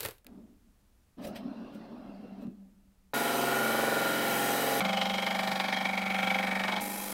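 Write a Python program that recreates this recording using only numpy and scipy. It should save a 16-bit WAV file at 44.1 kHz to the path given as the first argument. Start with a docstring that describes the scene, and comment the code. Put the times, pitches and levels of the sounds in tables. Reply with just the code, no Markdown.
"""Over room tone, a cordless drill runs down through its last clutch clicks: fading noise, bursts and a ringing chuck.
A hand then spins a plywood disc on a lathe: lumpy noise rings the frame, with bearing knocks and palm rubs.
Three passages of the powered disc follow, a file behind its rim, on top, then in front: the rim's bumps return
every turn, so the rasp is a comb of shaft orders that rings the disc, under fresh hiss from the file teeth."""
import sys
import numpy as np
from scipy import signal
from scipy.io import wavfile
from scipy.ndimage import uniform_filter1d

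SR = 44100
rng = np.random.default_rng(int(sys.argv[2]) if len(sys.argv) > 2 else 0)


def field_ratio(decibels):
    """Amplitude ratio for a level in dB (20 dB per decade); scalars and array-likes work."""
    return 10 ** (np.asarray(decibels, dtype=float) / 20)


def int16_out(signal):
    """Quantize to a 16-bit WAV file."""
    q = np.round(np.clip(np.atleast_2d(signal).T, -1, 1) * 32767)
    wavfile.write(sys.argv[1], SR, q.astype(np.int16))


N = 314433
T = np.arange(N) / SR

# Spectra below give relative level per Hz; "per passage" lists hold behind, on top, in front.
# room tone spectrum [f/Hz, level/dB]
ROOM_SPECTRUM = [(12, -36), (20, 0.5), (59, -6.5), (145, -22.5), (203, -19.5), (375, -29.5), (1650, -36.5),
                 (3800, -41), (13000, -42.5), (15800, -45)]
ROOM_DB = -66.5
# room tone above the bass [t/s, level/dB]
ROOM_LEVEL = [(0, 6), (.256, -1), (.27, 4), (7.13, 0.5)]

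# drill brush hiss, also the colour of the click cracks [f/Hz, level/dB]
DRILL_AIR = [(1180, -22), (2000, -24), (2160, -11), (4140, -8.5), (5950, -17), (13300, -8), (15800, -14)]
# drill housing buzz, also the colour of the click thumps [f/Hz, level/dB]
DRILL_BODY = [(40, -37), (95, 4.5), (200, -21), (440, -2), (800, -15.5), (1450, -12.5), (2500, -15.5),
              (4000, -40)]
# clutch clicks and small ticks [t/s, crack level/dB, housing thump level/dB]
CLICKS = [(0.0059, -26, -47), (0.0314, -31, -50), (0.0474, -38, -42), (0.0504, -28, -33.5),
          (0.059, -27, -48), (0.0856, -35, -42.5), (0.109, -39, -53), (0.182, -53, -75), (0.2452, -49, -62),
          (0.2665, -40.5, -58)]
# chuck metal that rings at each click [f/Hz, width/Hz, level/dB]
CHUCK = [(1660, 90, 5), (2100, 130, -2), (3680, 130, -3), (4996, 90, -8)]
CHUCK_OVER_CRACK_DB = 14
HISS_DB, HISS_HOLD_S, HISS_FADE_DB_PER_S = -44.5, 0.064, 245
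BUZZ_DB, BUZZ_HOLD_S, BUZZ_FADE_DB_PER_S = -49, 0.054, 190

# spins by hand: start, stop, rise, bearing rumble, grit, release
# [t/s, t/s, t/s, level/dB, level/dB, slope/(dB/s)]
SPINS = [(0.253, 0.437, 0.031, -50, -65, 95), (1.17, 2.495, 0.027, -41, -49.5, 214)]
# lathe frame resonances [f/Hz, width/Hz, level/dB]
FRAME = [(140, 19, -14), (195, 12, 4.5), (226, 48, 1), (270, 66, -4), (349, 50, -15), (403, 104, -14.5)]
# bearing grit spectrum [f/Hz, level/dB]
GRIT = [(260, -32), (450, -9), (554, 3), (683, 2), (898, -9.5), (1420, -12.5), (2260, -24), (2630, -24),
        (3210, -23.5), (3910, -26.5), (5320, -29), (6200, -38), (8060, -75)]
# bearing whirr resonances [f/Hz, width/Hz, level/dB]
WHIRR = [(2570, 110, -1.5), (2754, 120, -1), (4100, 120, -6)]
WHIRR_OVER_GRIT_DB = -18
COAST_DB_PER_S = 6.5  # the coasting disc quietens
WOBBLE_DB, WOBBLE_HZ, WOBBLE_TOP_S = 2.5, 6.4, 1.46  # the rumble swells and sinks
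LINGER_DB, GRIT_LINGER_DB, LINGER_DB_PER_S = -6.5, -10.5, 48  # left after the stop
GRIT_STOPS_EARLY_S = 0.053
BRAKE_S, BRAKE_LENGTH_S, BRAKE_RUMBLE_DB, BRAKE_GRIT_DB = 2.47, 0.12, 9, 4  # the hand grips the disc
TICK_S, TICK_DB, TICK_HZ, TICK_T60_S = 0.267, -41.5, 2650, 0.0051
# bearing knocks, timed half a rise after first touch [t/s, level/dB before the swell's scale, f/Hz]
KNOCKS = [(1.18, -30, 276), (1.456, -26, 198), (1.482, -29, 250), (1.515, -25, 254), (1.583, -32, 222),
          (1.747, -29.5, 208), (2.322, -30, 218), (2.455, -25.5, 224), (2.479, -22, 200)]
KNOCK_RISE_S = 0.007  # from first touch to the top of the swing
# palm strokes on the rim: peak, hiss, disc ringing, rise, fall [t/s, level/dB, level/dB, t/s, t/s]
BRUSHES = [(1.252, -43, -47, 0.016, 0.0071), (1.272, -42.5, -65, .006, 0.017),
           (1.361, -52, -45.5, 0.0061, 0.018), (1.75, -58, -63, .012, 0.019), (2.425, -58, -72, .01, 0.014)]
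# palm hiss spectrum [f/Hz, level/dB]
BRUSH = [(350, -1), (600, 13.5), (634, -41), (943, -12.5), (1130, -28), (3970, -12), (4310, -17),
         (15800, -18)]
RING_S, RING_DB, RING_DB_PER_S = 2.47, -51, 39.5  # the frame's lowest strong mode lingers

# edges of the filing passages [t/s]
PASSAGE_EDGES = [3.134, 4.802, 6.805, 7.13]
# disc speed per passage [turns/s]
TURNS_PER_S = [22.596, 23.965, 24.727]
# how hard the file is pushed [t/s, level/dB]
PUSH = [(3.14, -0.5), (3.4, -1), (3.65, 3), (4.15, 2), (4.4, 0), (4.8, 0), (4.81, 0.5), (5.45, 1),
        (6.0, -2.5), (6.25, 1), (6.45, 0.5), (6.8, 0), (7.13, 1)]
# per passage, rows hum, cutting, whine, ring [start level/dB, drift/(dB/s), share of push followed]
LAYERS = [
    [(-41.5, 0, 0.15), (-34, 0.8, -0.42), (-34, -1, 0.64), (-34.5, 0.5, 0.014)],
    [(-42.5, 1.5, 0.38), (-36, -1, 0.66), (-37.5, 1.5, 0.69), (-32.5, 0.5, 0.7)],
    [(-42.5, -20, 0), (-40.5, -18.5, 0), (-46, 4, 0), (-41, -6, 0)],
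]
# the hum starts louder and settles, per passage [level/dB]
HUM_SURGE_DB = [0, 9, 3]
HUM_SURGE_S = 0.35
# treble hiss of the file teeth [t/s, level/dB]
FILE_HISS = [(3.14, -38.5), (4.2, -40.5), (4.4, -37), (4.8, -38.5), (4.803, -53), (5.45, -50),
             (5.65, -52.5), (6.05, -53), (6.25, -49.5), (6.804, -54), (6.806, -41), (7.13, -41)]
# the roar throbs once a turn [t/s, depth/dB]
THROB = [(3.14, 0.38), (3.7, 1.1), (3.85, 3.6), (4.1, 2.3), (4.25, 0.42), (4.5, 0.27), (4.65, 1.4),
         (4.8, 1.5), (4.81, 0.47), (6.15, 0.39), (6.33, 3.6), (6.8, 1.9)]
# where the throb tops, per passage [turns]
THROB_TOP_TURNS = [0.95, 0.44, 0]
# file pressure round the rim, one table a passage [position/turns, level/dB]
PRESSURE = [
    [(0, -9), (.09, -2), (.16, -3.5), (.33, 0.5), (.45, -4), (.62, 1), (.9, -5), (1, 7)],
    [(0, -14), (.04, -2), (.14, -4), (.28, -5.5), (.45, -6.5), (.6, -4.5), (.72, -10), (.88, -9), (1, -4)],
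    [(0, -13), (.12, -7), (.37, -3.5), (.62, -8), (.82, -4), (.93, -3.5), (1, -12)],
]
PRESSURE_LEAD_TURNS = 0.089
# power of the pressure that the rasp follows, per passage [exponent]
RASP_FOLLOWS = [0.3, 0.92, 0.96]
# power of the pressure that the shaft orders follow, per passage [exponent]
ORDERS_FOLLOW = [0.12, 0.35, 0.15]
# that power changes with the push, per passage [exponent/dB]
DEEPER_PER_DB = [0.14, -0.03, 2.3]

# disc modes, widths before damping, levels over the rasp with the file behind / on top or in front
# [f/Hz, width/Hz, level/dB, level/dB]
DISC = [(536, 430, 8.5, 10), (820.4, 12.6, 21.5, 11), (978, 135, -1, 14), (1419, 180, 8, 10.5),
        (1840, 60, 8.5, 17.5), (2133, 25, -13, 21), (2282, 56, 6.5, 21), (2570, 37, -1, 23),
        (3030, 117, 23.5, 34), (3238, 42, 23, 40), (3800, 98, 11, 18), (4050, 43, 11.5, 18.5),
        (4840, 160, 2, 5.5), (6020, 14, 10, -15), (8330, 62, 5, 6), (11700, 160, 2, 4)]
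# the file's contact scales the widths of the disc modes, per passage [factor]
DAMPING = [0.6, 1.1, 0.8]
# rasp between the modes, one table a passage [f/Hz, level/dB]
RASP = [
    [(59, 2), (100, -11), (228, 1.5), (797, -7), (1220, -5.5), (1410, -1.5), (1600, -5.5), (6770, -23.5),
     (12000, -21.5), (15800, -20.5)],
    [(59, -66), (100, -7), (189, -0.5), (388, -12), (780, -0.5), (944, -15.5), (1980, -13.5), (2250, -5.5),
     (2720, -23.5), (15800, -25.5)],
    [(59, -63), (100, -15), (197, -2), (388, -12.5), (814, -11.5), (1100, -20), (2400, -15), (2780, -25),
     (3160, -26.5), (11000, -6.5), (15800, -10.5)],
]
# share of the rasp's power in grain that comes back next turn [f/Hz, then one share a passage]
RETURNS = [(285, 0.99, 0.84, 0.14), (1300, 0.89, 1, 0.67), (2300, 0.78, 1, 0.76), (4600, 0.1, 0.04, 0.056),
           (12000, 0.031, 0.029, 0.071)]

# lasting shape of the rim: strong shaft orders, one list a passage [order]
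STRONG = [
    [6, 8, 10, 11, 12, 13, 17, 19, 20, 21, 22, 24, 26, 30, 31, 35, 36, 60, 62, 64, 65],
    [8, 9, 10, 22, 24, 25, 27, 29, 32, 33, 34, 36, 38],
    [8, 9, 10, 12, 21, 22, 32, 33, 34],
]
# their levels [level/dB]
STRONG_DB = [
    [-5.5, -9, -1.5, -5.5, -1.5, 2, 0.5, 1, 2, -6.5, -1, -0.5, -7, 4.5, 3, -2, 3, -6, 3, 2, -5],
    [4.5, -1.5, -18, 1, -4.5, -5.5, 0.5, -7, 7.5, 5.5, 1, -3, -4.5],
    [-3, -11, -12, -2, -4, -12, -0.5, 3.5, 0.5],
]
# the other orders, per passage [level/dB]
WEAK_DB = [-10, -13.5, -25]
WEAK_SCATTER_DB, WEAK_FROM, WEAK_TO, TOP_ORDER = 3, 9, 46, 65
# how loosely the rim's bumps bunch, per passage [radians from order to order]
SPREAD = [1.31, 0.91, 1.51]
# where round the rim the bumps bunch, per passage [turns]
BUMPS_LATE_TURNS = [0.85, 0.33, 0.4]
# how far the orders waver in size, per passage [share, reached at order 20]
WAVER = [0.45, 0.22, 0.5]
# orders that change as the file shifts on the rim, one list a passage [order]
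SHIFTED = [
    [10, 11, 23, 25, 26, 28, 30, 31, 35, 36],
    [32, 34, 35, 36, 37, 38],
    [],
]
# their change [level/dB]
SHIFT_DB = [
    [4, 3.5, 14, 10, 6, 9, -0.5, -9, 11, 0],
    [-3, 1, 13, 9, 5, 2],
    [],
]
# the shift begins, is complete, starts back, is back [t/s, t/s, t/s, t/s]
SHIFT_S = [(3.52, 3.62, 3.91, 4.17), (6.3, 6.6, 6.8, 8.4)]
SINGING_DB, SINGING_ENDS_S, SINGING_FADE_DB_PER_S = -3.5, 4.35, 20  # top orders, until the file eases

# with the file on top it catches once a turn at a drifting place [t/s, lateness/turns, level/dB over rasp]
BITE = [(4.8, .07, 6), (5.0, .06, -1.5), (5.3, .13, -2), (5.55, 0.09, 0.5), (5.65, 0.14, -3.5),
        (6.0, 0.14, -8), (6.27, 0.23, -3), (6.29, 0.0015, -3.5), (6.8, 0.0075, -2.5)]
# catches placed singly, each with its own time and level [t/s, level/dB over rasp]
PLACED = [(4.8497, 5.5), (4.8906, 1.5), (5.014, 3.5), (5.2646, 2), (5.391, 2), (5.4743, 3), (5.5162, 3),
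          (5.599, 4), (5.7256, 0.5), (5.8528, 2), (5.9764, 1), (6.3044, -3.5), (6.3463, -4), (6.6367, 0.5),
          (6.6806, 2), (6.722, -0.5)]
CATCH_SCATTER_DB, CATCH_JITTER_TURNS = 0.1, 0.0049
KNOCK_OVER_DB, KNOCK_SPREAD_S = 27, 0.0019  # a catch is a short scrunch rather than one point
CLANG_HZ, CLANG_WIDTH_HZ, CLANG_DB = 2240, 150, 2.5  # region of the spectrum that a catch lifts
# the file's grip on top damps other modes [t/s, near 2.2 kHz level/dB, near 3.2 kHz level/dB, above level/dB]
FILE_GRIP = [(4.81, -1.5, 1.5, -0.5), (5.0, 1, 7, 5.5), (5.3, 1, 4.5, 3), (5.5, -2, 2, 2), (5.68, 1, 2, 4),
             (5.75, 5, 8.5, 6), (5.87, 2, 4.5, 2.5), (6.1, 4, 3.5, 2.5), (6.35, 2, 1.5, 2.5),
             (6.58, 1.5, 1.5, 0), (6.8, 0.5, 1, 2.5)]
# power of the pressure that the choked ring follows, per grip band [exponent]
RING_FOLLOWS = [0.7, 0.6, 0.65]

CEILING_DB = -14.5  # the input stage rounds off peaks
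EDGE_HZ = 15830


def evened(x):
    """Scales to rms 1."""
    return x / np.sqrt(np.mean(x ** 2) + 1e-20)


def read(points, hz, column=1):
    """Reads a table on a log-frequency axis."""
    table = np.transpose(points)
    return np.interp(np.log(hz + 1), np.log(table[0] + 1), table[column])


def spectrum(points):
    """Magnitude curve of a dB table."""
    return lambda f: field_ratio(read(points, f))


def peak(f, hz, width):
    """Power curve of a resonance, 1 at its centre."""
    return 1 / (1 + (2 * (f - hz) / width) ** 2)


def modes(table):
    """Magnitude of a body with steep resonances."""
    return lambda f: np.sqrt(sum(field_ratio(2 * db) * peak(f, hz, width) ** 2 for hz, width, db in table))


def band(lo_hz, hi_hz):
    """Magnitude of a steep band-pass."""
    return lambda f: 1 / np.sqrt((1 + (f / hi_hz) ** 12) * (1 + (lo_hz / (f + 1)) ** 12))


def coloured(x, gain):
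    """Filters by the causal minimum-phase filter with the magnitude gain(Hz)."""
    log = np.log(np.maximum(gain(abs(np.fft.fftfreq(8192, 1 / SR))), 1e-5))
    taps = np.fft.ifft(np.exp(log - 1j * signal.hilbert(log).imag)).real[:4096]
    return signal.oaconvolve(x, taps)[:len(x)]


def noise(gain, size=N):
    """Coloured noise of rms 1."""
    return evened(coloured(rng.standard_normal(size), gain))


def patchy(x, patchy_db, frames, bins):
    """Each region of the spectrum swells and sinks on its own as the contact wanders."""
    z = signal.stft(x, nperseg=512)[2]
    patches = uniform_filter1d(rng.standard_normal(z.shape), round(bins), 0)
    patches = uniform_filter1d(patches, round(frames), 1)
    return signal.istft(z * field_ratio(patchy_db * evened(patches)), nperseg=512)[1][:len(x)]


def level(rows, column):
    """A dB column as a gain over time, silent outside its rows."""
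    table = np.transpose(rows)
    return field_ratio(np.interp(T, table[0], table[column], left=-200, right=-200))


def fade(start_s, db_per_s):
    """Gain 1 until start_s, then a straight fall in dB."""
    return field_ratio(-db_per_s * np.maximum(T - start_s, 0))


def train(times, gains):
    """Single-sample blows."""
    out = np.zeros(N)
    out[np.round(np.multiply(times, SR)).astype(int)] = gains
    return out


def room():
    """Room tone and microphone noise; the deep bass never stops."""
    tone = field_ratio(ROOM_DB) * noise(spectrum(ROOM_SPECTRUM))
    deep = coloured(tone, lambda f: 1 / np.sqrt(1 + (f / 90) ** 4))
    return deep + (tone - deep) * level(ROOM_LEVEL, 1)


def drill():
    """Brush hiss and housing buzz die away; each click is a noise crack, a chuck ring and a housing thump."""
    s, crack_db, thump_db = np.transpose(CLICKS)
    snap = (1 - np.exp(-T[:2000] / 0.00036)) * field_ratio(-60 * T[:2000] / 0.012)
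    crack = np.convolve(train(s, field_ratio(crack_db)), snap)[:N]
    chuck_ring = coloured(train(s, field_ratio(crack_db + CHUCK_OVER_CRACK_DB)), modes(CHUCK))
    thump = np.convolve(train(s, field_ratio(thump_db)), field_ratio(-60 * T[:4000] / 0.07))[:N]
    hiss = field_ratio(HISS_DB) * fade(HISS_HOLD_S, HISS_FADE_DB_PER_S)
    buzz = field_ratio(BUZZ_DB) * fade(BUZZ_HOLD_S, BUZZ_FADE_DB_PER_S)
    return noise(spectrum(DRILL_AIR)) * (hiss + crack) + noise(spectrum(DRILL_BODY)) * (buzz + thump) + chuck_ring


def spin_levels():
    """Gains of rumble and grit: rise, slow coasting, a braking grip, release."""
    rumble, grit = np.zeros((2, N))
    brake = np.exp(-(2 * (T - BRAKE_S) / BRAKE_LENGTH_S) ** 2)
    wobble = field_ratio(WOBBLE_DB * np.cos(2 * np.pi * WOBBLE_HZ * (T - WOBBLE_TOP_S)))
    for start, stop, rise, rumble_db, grit_db, release_db in SPINS:
        slowing = field_ratio(-COAST_DB_PER_S * (np.clip(T, start, stop) - start))
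        coast = np.clip((T - start) / rise, 0, 1) * slowing
        linger = fade(stop, LINGER_DB_PER_S)
        rumble_end = np.maximum(fade(stop, release_db), field_ratio(LINGER_DB) * linger)
        grit_end = np.maximum(fade(stop - GRIT_STOPS_EARLY_S, release_db), field_ratio(GRIT_LINGER_DB) * linger)
        rumble += field_ratio(rumble_db) * coast * rumble_end
        grit += field_ratio(grit_db) * coast * grit_end
    return rumble * wobble * field_ratio(BRAKE_RUMBLE_DB * brake), grit * field_ratio(BRAKE_GRIT_DB * brake)


def hand_spin():
    """Lumpy bearing noise rings the lathe frame, under a patchy grit; the second spin adds a whirr."""
    lumps = field_ratio(0.7 * evened(uniform_filter1d(uniform_filter1d(rng.standard_normal(N), 500), 500)))
    rumble_gain, grit_gain = spin_levels()
    rumble = evened(coloured(rng.standard_normal(N) * lumps, modes(FRAME))) * rumble_gain
    grit = noise(spectrum(GRIT))
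    whirr = field_ratio(WHIRR_OVER_GRIT_DB) * (T > SPINS[1][0]) * noise(modes(WHIRR))
    grit = patchy(grit + whirr, 3.2, 14, 2.4) * lumps ** 0.18 * grit_gain
    return (rumble + grit) * (T < PASSAGE_EDGES[0])


def hand_tick():
    """A dry tick, one short decaying sine, as the hand meets the disc."""
    t = T[:600]
    tick = field_ratio(-60 * t / TICK_T60_S) * np.sin(2 * np.pi * TICK_HZ * t)
    return np.convolve(train([TICK_S], field_ratio(TICK_DB)), tick)[:N]


def bearing_knocks():
    """Each knock is a short swing, a sine under a quick swell."""
    out = np.zeros(N)
    t = T[:4000]
    swell = 0.36 * (t / KNOCK_RISE_S * np.exp(1 - t / KNOCK_RISE_S)) ** 2
    for s, db, hz in KNOCKS:
        start = round((s - KNOCK_RISE_S / 2) * SR)
        out[start:][:4000] += field_ratio(db) * swell * np.sin(2 * np.pi * hz * t)
    return out


def palm_brushes():
    """The palm rubs the rim in short strokes: patchy hiss, and noise through the widened disc modes."""
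    strokes = np.array([np.exp(-abs(T - s) / np.where(T < s, rise, fall)) for s, _, _, rise, fall in BRUSHES])
    strokes = strokes * (T >= SPINS[1][0])
    rubs, rings = field_ratio(np.transpose(BRUSHES)[1:3]) @ strokes
    held = [(hz, 7.9 * width + 60, -3.5 * np.log2(hz / 2000)) for hz, width, *_ in DISC if hz > 1500]
    wood = noise(modes(held))
    return rings * wood + rubs * patchy(noise(spectrum(BRUSH)), 3.5, 3.4, 8)


def frame_ring():
    """After the braking grip the frame's lowest strong mode lingers as narrow noise."""
    gate = (T > RING_S) * (T < PASSAGE_EDGES[0])
    return noise(modes(FRAME[1:2])) * field_ratio(RING_DB) * fade(RING_S, RING_DB_PER_S) * gate


def catches():
    """Times and dB of the catches: one a turn with scatter, those placed singly replacing their turn's."""
    at, late, db = np.transpose(BITE)
    starts = np.arange(PASSAGE_EDGES[1], PASSAGE_EDGES[2], 1 / TURNS_PER_S[1])
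    jitter, scatter = rng.standard_normal((len(starts), 2)).T
    s = starts + (np.interp(starts, at, late) + CATCH_JITTER_TURNS * jitter) / TURNS_PER_S[1]
    catch_db = np.interp(s, at, db) + CATCH_SCATTER_DB * scatter
    for placed_s, placed_db in PLACED:
        nearest = np.argmin(abs(s - placed_s))
        s[nearest], catch_db[nearest] = placed_s, placed_db
    return s, catch_db


def disc_gain(passage):
    """Magnitude of the rasp's spectrum with the disc modes, reshaped by the file's damping."""
    damping, column = DAMPING[passage], 2 + (passage > 0)
    return lambda f: field_ratio(read(RASP[passage], f)) * np.sqrt(
        1 + sum(field_ratio(2 * m[column]) * peak(f, m[0], m[1] * damping) / damping for m in DISC))


def rim_grain(size, turn):
    """Fine grain of the rim, heard again each turn, that wears away over a few turns."""
    keep = 0.85
    fresh = rng.standard_normal((size // turn + 40, turn))  # one row a turn
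    grain = signal.lfilter([np.sqrt(1 - keep ** 2)], [1, -keep], fresh, axis=0)
    return grain[-(size // turn + 1):].ravel()[:size]


def rasp(passage, grain, force):
    """Returning grain and noise new at every touch, both driven by the file's force, ring the disc."""
    disc = disc_gain(passage)
    share = lambda f: np.clip(read(RETURNS, f, column=1 + passage), 0, 1)
    returning = coloured(grain * force, lambda f: disc(f) * np.sqrt(share(f)))
    new = coloured(rng.standard_normal(len(grain)) * force, lambda f: disc(f) * np.sqrt(1 - share(f)))
    return returning + new


def rim_shape(passage, t, turn):
    """Wavering shaft orders (hum, middle, top), phased by bumps that bunch at one place on the rim."""
    order = np.arange(1, TOP_ORDER + 1)
    weak_db = WEAK_DB[passage] + WEAK_SCATTER_DB * rng.standard_normal(TOP_ORDER)
    order_db = np.where((order >= WEAK_FROM) & (order <= WEAK_TO), weak_db, -np.inf)
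    order_db[np.subtract(STRONG[passage], 1)] = STRONG_DB[passage]
    loose = SPREAD[passage] * rng.standard_normal(TOP_ORDER)
    phase = np.cumsum(loose - 2 * np.pi * BUMPS_LATE_TURNS[passage])
    swing = field_ratio(order_db) * np.exp(1j * phase)
    # the waver is drawn in steps of 512 samples: real part mostly size, imaginary part mostly phase
    steps = t[::512]
    a, b = rng.standard_normal((2, TOP_ORDER, len(steps)))
    finer = np.sqrt(order / 20)[:, None]
    waver = 1 + WAVER[passage] * finer * evened(uniform_filter1d(a, 25, 1))
    waver = waver + 0.35j * finer * evened(uniform_filter1d(b, 25, 1))
    shift_db = np.zeros(TOP_ORDER)
    shift_db[np.array(SHIFTED[passage], int) - 1] = SHIFT_DB[passage]
    waver *= field_ratio(np.outer(shift_db, np.interp(steps, SHIFT_S[min(passage, 1)], [0, 1, 1, 0])))
    lines = []
    for s, w, k in zip(swing, waver, order):
        drift = np.interp(t, steps, w.real) + 1j * np.interp(t, steps, w.imag)
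        lines.append((s * drift * np.exp(2j * np.pi * k * (t - t[0]) * SR / turn)).real)
    lines = np.array(lines)
    hum = order * TURNS_PER_S[passage] < 260
    middle = ~hum & (order <= WEAK_TO)
    return evened(lines[hum].sum(0)), evened(lines[middle].sum(0)), evened(lines[WEAK_TO:].sum(0))


def catch_knock(passage, blows):
    """A catch is also a short noisy knock that leaves the disc ringing."""
    disc = disc_gain(passage)
    clang = lambda f: 1 + field_ratio(2 * CLANG_DB) * peak(f, CLANG_HZ, CLANG_WIDTH_HZ)
    blunt = lambda f: disc(f) * np.sqrt(clang(f) / (1 + (f / 4600) ** 4))
    scrunch = np.exp(-T[:600] / KNOCK_SPREAD_S) * rng.standard_normal(600)
    knock = np.convolve(coloured(blows * field_ratio(KNOCK_OVER_DB), blunt), scrunch / np.linalg.norm(scrunch))
    return knock[:len(blows)] / np.linalg.norm(coloured(train([0], [1.])[:4096], blunt))


def choked_ring(passage, body, press, t):
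    """Disc ring in three bands; with the file on top its grip colours it and chokes it between catches."""
    on_top = passage == 1
    at, *grip_db = np.transpose(FILE_GRIP)
    edges_hz = [1700, 2800, 3500, 5900]
    choke = uniform_filter1d(press, 90) ** on_top
    ring = np.zeros(len(t))
    for power, db, lo_hz, hi_hz in zip(RING_FOLLOWS, grip_db, edges_hz, edges_hz[1:]):
        grip = field_ratio(on_top * np.interp(t, at, db))
        ring += choke ** power * grip * coloured(body, band(lo_hz, hi_hz))
    return evened(ring)


def filing(passage):
    """File on the powered disc: shaft orders and rasp make hum, cutting, whine, ring and hiss."""
    on_top = passage == 1
    turn = round(SR / TURNS_PER_S[passage])
    lead = 2 * turn  # the disc is already ringing when the passage starts
    start, stop = PASSAGE_EDGES[passage:passage + 2]
    span = slice(round(start * SR) - lead, round(stop * SR))
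    t = T[span]
    size, since, turns = len(t), t - start, np.arange(len(t)) / turn
    push_db = np.interp(t, *np.transpose(PUSH))
    hum, cut, whine, ring = (field_ratio(db + drift_db * since + share * push_db)
                             for db, drift_db, share in LAYERS[passage])
    hum = hum * field_ratio(HUM_SURGE_DB[passage] * np.exp(-since / HUM_SURGE_S))
    depth_db = (passage < 2) * np.interp(t, *np.transpose(THROB))
    throb = evened(field_ratio(depth_db * np.cos(2 * np.pi * (turns - THROB_TOP_TURNS[passage]))))
    cut, whine = cut * throb, whine * throb ** 0.62

    late = (np.interp(t, *np.transpose(BITE)[:2]) - PRESSURE_LEAD_TURNS) * on_top
    press = evened(field_ratio(np.interp((turns - late) % 1, *np.transpose(PRESSURE[passage]))))
    s, catch_db = catches()
    blows = train(s, field_ratio(catch_db) * on_top)
    jolt = (1 - np.exp(-T[:2000] / 0.00073)) * np.exp(-T[:2000] / 0.014)  # sudden grip, slower release
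    press += np.convolve(blows, jolt)[span]

    grain, force = rim_grain(size, turn), press ** RASP_FOLLOWS[passage]
    body = rasp(passage, grain, force)
    body += catch_knock(passage, blows[span]) * np.std(body)
    body = patchy(body, [0.7, 1.1, 0.9][passage], 30, 5)
    # the file's fine modes come and go
    air = patchy(patchy(rasp(passage, grain, force), 1.0, 12, 4), 2.1, 60, 1.4)
    part = lambda x, lo_hz, hi_hz: evened(coloured(x, band(lo_hz, hi_hz)))

    low_orders, high_orders, top_orders = rim_shape(passage, t, turn)
    follow = np.maximum(ORDERS_FOLLOW[passage] + DEEPER_PER_DB[passage] * push_db, 0)
    high_orders = evened(patchy(high_orders * press ** follow, 0.55, 45, 2.4))
    singing = field_ratio(SINGING_DB) * top_orders * fade(SINGING_ENDS_S, SINGING_FADE_DB_PER_S)[span]

    sound = hum * (low_orders + field_ratio([-9, -12, -13][passage]) * part(body, 96, 285))
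    sound += cut * (high_orders + field_ratio([-4.5, -7, -3][passage]) * part(body, 230, 1004))
    sound += whine * (singing + part(body, 1100, 1700))
    sound += level(FILE_HISS, 1)[span] * part(air, 5900, EDGE_HZ)
    sound += ring * choked_ring(passage, body, press, t)
    out = np.zeros(N)
    # the two tapers of the window share 3.9 ms
    out[span][lead:] = sound[lead:] * signal.windows.tukey(size - lead, 0.0039 / since[-1])
    return out


def scene():
    """All sources reach one microphone, heard alike in both channels."""
    mix = drill()
    mix += hand_spin() + hand_tick() + bearing_knocks() + palm_brushes() + frame_ring()
    mix += sum(filing(passage) for passage in range(3))
    mix += room()
    return np.array([mix, mix])


def top_cut(x):
    """Nothing passes above the cut-off."""
    return signal.sosfilt(signal.butter(12, 16630, fs=SR, output="sos"), x)


def record(dry):
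    """Soft saturation of the input stage, then the band limit."""
    rounded = field_ratio(CEILING_DB) * np.tanh(dry / field_ratio(CEILING_DB))
    low_pass = signal.firwin(511, EDGE_HZ, window=("kaiser", 8), fs=SR)
    limited = signal.oaconvolve(rounded, low_pass[None], "same")
    return top_cut(limited)


dry = scene()
out = record(dry)
int16_out(out)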